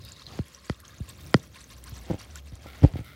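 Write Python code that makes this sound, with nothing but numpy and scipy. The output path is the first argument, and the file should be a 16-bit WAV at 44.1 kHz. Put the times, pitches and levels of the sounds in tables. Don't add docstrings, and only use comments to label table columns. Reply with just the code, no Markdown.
import sys
import numpy as np
from scipy import signal
from scipy.fft import rfft, irfft
from scipy.io import wavfile

SR = 44100
rng = np.random.default_rng(int(sys.argv[2]) if len(sys.argv) > 2 else 0)


def persist_wave(psi):
    counts = np.round(np.clip(psi, -1, 1) * 32767).astype(np.int16)
    wavfile.write(sys.argv[1], SR, np.atleast_2d(counts).T)


N = 138915
T = np.arange(N) / SR
BLOW_BINS_HZ = np.fft.rfftfreq(8192, 1 / SR) + 1e-3
DRIP_CYCLES, DRIP_RISE = 6.4, 0.021


def amp(db):
    return 10 ** (np.asarray(db) / 20)


def unit(x):
    return x / np.sqrt(np.mean(x ** 2) + 1e-20)


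def colour(points, hz):
    f, db = np.transpose(points)
    return amp(np.interp(np.log(hz + 1), np.log(f), db))


def level(points):
    return amp(np.interp(T, *np.transpose(points)))


def shaped(x, points):
    return unit(irfft(rfft(x) * colour(points, np.fft.rfftfreq(N, 1 / SR)), N))


def band(x, centre_hz, width_hz):
    hz = np.fft.rfftfreq(len(x), 1 / SR)
    return unit(irfft(rfft(x) / (1 + 2j * (hz - centre_hz) / width_hz) ** 2, len(x)))


def add(mix, start_s, sound):
    part = mix[max(round(start_s * SR), 0):][:len(sound)]
    part += sound[:len(part)]


def impacts(per_s, spread_db):
    hits = rng.random(N) < per_s / SR
    return hits * amp(spread_db * np.minimum(rng.exponential(1, N), 4)) * rng.choice([-1, 1], N)


def flutter(per_s, depth_db):
    steps = rng.standard_normal(4000)
    return amp(depth_db * np.interp(T * per_s, np.arange(len(steps)), steps))


def bubble(hz, cycles, rise):
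    turns = np.arange(1500) * hz / SR
    age = turns / cycles
    phase = 2 * np.pi * turns * (1 + rise * np.minimum(age, 4) / 2)
    return (1 - np.exp(-turns)) * np.exp(-age) * np.sin(phase)


def bubbles(pitches_hz, per_s, spread_db, cycles, rise):
    trains = []
    for hz in pitches_hz:
        births = impacts(per_s / len(pitches_hz), spread_db)
        ring = bubble(hz * rng.uniform(0.96, 1.03), cycles, rise)
        trains.append(unit(signal.oaconvolve(births, ring)[:N]))
    return np.array(trains)


def stream():
    # f/Hz, level/dB
    spray = [(500, -11), (880, -4), (1020, 5), (1200, -0.5), (2700, -2), (4000, -1), (6300, -6),
             (8200, -11), (15000, -21)]
    droplets = [(4000, -30), (9000, -26), (14000, 14)]
    # t/s, level/dB
    splashing = [(0, -5.5), (.36, 2.5), (.45, -1.5), (1.0, -4), (1.28, 2.5), (1.48, -3.5), (1.6, 2.5),
                 (1.75, -3), (2.15, -0.5), (2.35, 1.5), (2.45, -5.5), (2.75, -2), (3.14, -14)]
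    spatter = [(0, -8.5), (1.0, -4), (1.25, 7.5), (1.48, -1.5), (1.95, 3), (2.5, -5)]
    frothing = [(0, -65), (.07, -51.5), (.2, -62), (.28, -53.5), (.5, -79)]
    gurgling = [(.3, -77.5), (.9, -59.5), (1.3, -81)]
    fizz_hz, tick_hz = np.geomspace(1000, 13000, 36), np.geomspace(5500, 14000, 16)
    froth_hz = 4300 + 1250 * np.linspace(-.5, .5, 10)
    fizz = bubbles(fizz_hz, per_s=1700, spread_db=4, cycles=4.5, rise=0.021)
    fizz = shaped(np.sqrt(fizz_hz) @ fizz, spray)
    wash = shaped(rng.standard_normal(N), spray)
    ticks = unit(1 / tick_hz @ bubbles(tick_hz, per_s=170, spread_db=3.5, cycles=16, rise=0.074))
    froth = bubbles(froth_hz, per_s=440, spread_db=2.5, cycles=DRIP_CYCLES, rise=DRIP_RISE)
    clicks = shaped(impacts(per_s=89, spread_db=1.5), droplets)
    gurgle = bubbles(fizz_hz[2:10], per_s=900, spread_db=6.5, cycles=DRIP_CYCLES, rise=DRIP_RISE)
    out = level(splashing) * (amp(-57.5) * fizz + amp(-60.5) * wash)
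    out += amp(-64.5) * level(spatter) * ticks
    out *= flutter(per_s=41, depth_db=4.5)
    out += amp(-67.5) * level(spatter) * clicks
    return out + level(frothing) * unit(froth.sum(0)) + level(gurgling) * shaped(gurgle.sum(0), spray)


def room(x, t60_s=0.053, wet_db=-11):
    t = T[:SR // 2]
    tail = rng.standard_normal(len(t)) * amp(-60 * t / t60_s) * (t > .002)
    return x + amp(wet_db) * signal.oaconvolve(x, tail / np.linalg.norm(tail))[:N]


def whistle():
    whistling = [(0, -80), (1.0, -78), (2.8, -88)]
    return level(whistling) * band(rng.standard_normal(N), centre_hz=10500, width_hz=120)


def hush():
    air = [(30, -34), (80, 0.5), (220, -1), (400, -9), (570, -2), (760, -22), (16000, -43)]
    return amp(-61.5) * shaped(rng.standard_normal(N), air)


def handling():
    # f/Hz, level/dB
    rub = [(60, -9), (150, 9.5), (450, 4), (545, 2.5), (680, 6.5), (810, 4.5), (1100, -8.5), (2400, -5.5),
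           (15000, -32)]
    swish = [(900, -21), (1400, 14), (1650, -6), (2100, 12), (2600, -6.5), (3400, 3), (7000, -16.5),
             (15000, -9)]
    rumble = [(25, -35), (42, -40), (66, -0.5), (110, -4.5), (200, -15), (400, -24), (900, -47.5)]
    # t/s, level/dB
    rubbing = [(.22, -69.5), (.33, -48), (.39, -51.5), (.44, -82), (1.35, -56.5), (1.5, -72.5), (2.05, -57),
               (2.12, -43.5), (2.2, -57.5), (2.42, -65.5), (2.81, -53), (2.84, -38), (2.91, -53.5),
               (2.97, -47.5), (3.05, -65)]
    swishing = [(2.64, -82), (2.67, -51.5), (2.8, -61), (2.91, -94), (2.97, -52), (3.03, -65.5),
                (3.06, -49.5), (3.14, -55.5)]
    rumbling = [(0, -46), (.2, -57.5), (.36, -44.5), (.5, -66), (1.3, -45.5), (1.55, -54), (2.05, -50.5),
                (2.5, -57), (3.14, -51)]
    grain = impacts(per_s=3000, spread_db=4.5)
    friction = level(rubbing) * shaped(grain, rub) + level(swishing) * shaped(grain, swish)
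    return friction + level(rumbling) * shaped(rng.standard_normal(N), rumble)


def splats(decay_s=0.00076):
    drops = [(0.0504, -35.5, 11200), (0.483, -41, 8300), (0.8026, -35.5, 10100), (1.0902, -36.5, 11400),
             (1.8403, -32.5, 8900), (2.357, -27.5, 6600), (2.5545, -38, 7700), (3.0464, -39, 13600)]
    out, t = np.zeros(N), T[:1024]
    for s, db, hz in drops:
        burst = band(rng.standard_normal(len(t)) * np.exp(-t / decay_s), hz, width_hz=0.73 * hz)
        add(out, s, amp(db) * burst / abs(burst).max())
    return out


def drips(smack_s=0.00074, smack_db=-19):
    drops = [(0.1204, -29, 7020), (.164, -37.5, 3760), (.196, -38, 4090), (0.22, -36.5, 3700),
             (0.2664, -27, 4030), (0.5475, -30.5, 5640), (0.8805, -34, 6350), (1.6417, -34, 6260),
             (2.359, -37.5, 1428)]
    out = np.zeros(N)
    for s, db, hz in drops:
        ring = bubble(hz, DRIP_CYCLES, DRIP_RISE)
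        smack = np.diff(rng.standard_normal(len(ring) + 1)) / 2 * np.exp(-T[:len(ring)] / smack_s)
        add(out, s, amp(db + 0.5) * (ring + amp(smack_db) * smack))
    return out


def causal(gain):
    log_gain = np.log(np.r_[gain, gain[-2:0:-1]])
    return np.exp(np.conj(signal.hilbert(log_gain)))[:len(gain)]


def blow(s, thud_db, slope_db_oct, lag_s, low_hz, clack_db, body, top_hz):
    case_modes = [(987, 350, -4.5), (1372, 260, -0.5), (1926, 332, 0), (2420, 300, -11.5),
                  (3170, 530, -6.5), (4810, 1300, -8.5), (7400, 990, -19), (10500, 1000, -18.5)]
    hz, lead_samples = BLOW_BINS_HZ, 512
    ring = sum((-1) ** k * amp(db) / (1 + 1j * (hz ** 2 - f ** 2) / (hz * width)) ** 2
               for k, (f, width, db) in enumerate(case_modes))
    clack = amp(clack_db) * abs(ring) / (1 + (hz / 8600) ** 2)
    octaves = np.log2(1 + (hz / 93) ** 4) / 4
    thud = amp(thud_db + slope_db_oct * octaves) * colour(body, hz) / np.sqrt(1 + (hz / top_hz) ** 4)
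    spectrum = causal(np.hypot(thud, clack)) / np.sqrt(1 + (low_hz / hz) ** 10)
    delay_s = np.minimum(lag_s * (100 / hz) ** 1.2, 0.021)
    phase = 2 * np.pi * np.cumsum(delay_s[::-1])[::-1] * (hz[1] - hz[0])
    return s - lead_samples / SR, np.roll(irfft(spectrum * np.exp(1j * phase)), lead_samples)


def knocks(rattle_t60_s=0.16, rattle_db=-37):
    # t/s, thud/dB, slope/(dB/oct), lag at 100 Hz/s, low edge/Hz, clack/dB
    hits = [(0.3893, 28.5, -7, 0.016, 67, -6.5), (0.6976, 26, -4.5, 0.01, 65, 6),
            (1.002, 27, -13.5, 0.0112, 60.6, -37), (1.3422, 38.5, -4, 0.017, 109, 22)]
    body = [(110, 1), (180, 1.5), (290, -0.5), (500, 0), (750, -0.5)]
    out, t = np.zeros(N), T[:SR // 2]
    for hit in hits:
        add(out, *blow(*hit, body, top_hz=540))
    rattle = band(rng.standard_normal(len(t)), centre_hz=225, width_hz=840)
    rattle *= amp(-60 * t / rattle_t60_s)
    return out + amp(rattle_db) * signal.oaconvolve(out, rattle / np.linalg.norm(rattle))[:N]


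def hum():
    course = [(1.6, 62.4, -61.5), (1.8, 61.75, -48), (2.05, 64, -45), (2.22, 62.8, -58),
              (2.36, 66.8, -44.5), (2.8, 72.1, -51), (2.95, 68.1, -62)]
    s, hz, db = np.transpose(course)
    pitch_hz = np.interp(T, s, hz) * flutter(per_s=33, depth_db=0.9)
    tone = unit(np.sin(2 * np.pi * np.cumsum(pitch_hz) / SR))
    return level(np.c_[s, db]) * flutter(per_s=27, depth_db=2) * tone


def bumps():
    hits = [(1.918, 22, -19, .01, 85), (2.0992, 26.5, -8, 0.0065, 61), (2.105, 27.5, -6, 0.0069, 93),
            (2.1113, 30.5, -7.5, 0.0074, 105), (2.1318, 14, -4, 0.0074, 91),
            (2.1425, 20.5, -5.5, 0.0048, 62), (2.52, 19.5, -14.5, 0.0121, 56),
            (2.6606, 2.5, -1.5, 0.0014, 109), (2.8217, 31.5, -14, 0.0056, 59.6),
            (2.8336, 41.5, -13, .0056, 51.7), (2.8389, 44.5, -10.5, .0073, 48),
            (2.8476, 39.5, -7.5, 0.005, 93), (2.937, 32, -21, .0068, 88), (2.956, 24.5, -8.5, 0.0079, 82.5),
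            (2.989, 21.5, -9.5, 0.0096, 65.6), (3.008, 20.5, -12, 0.0072, 91)]
    hollow = [(130, 1), (225, -3), (290, 4.5), (430, -3.5), (545, 4), (670, -5), (810, 2.5), (1100, -10.5)]
    out = np.zeros(N)
    for hit in hits:
        add(out, *blow(*hit, clack_db=hit[1] - 46, body=hollow, top_hz=860))
    return out


def scene():
    water = room(stream() + drips() + splats())
    return (water + whistle() + hush() + handling() + knocks() + hum() + bumps())[None]


def record(dry):
    lowpass = signal.firwin(401, 15900, window=("kaiser", 8), fs=SR)
    return signal.oaconvolve(dry, lowpass[None], "same")


dry = scene()
out = record(dry)
persist_wave(out)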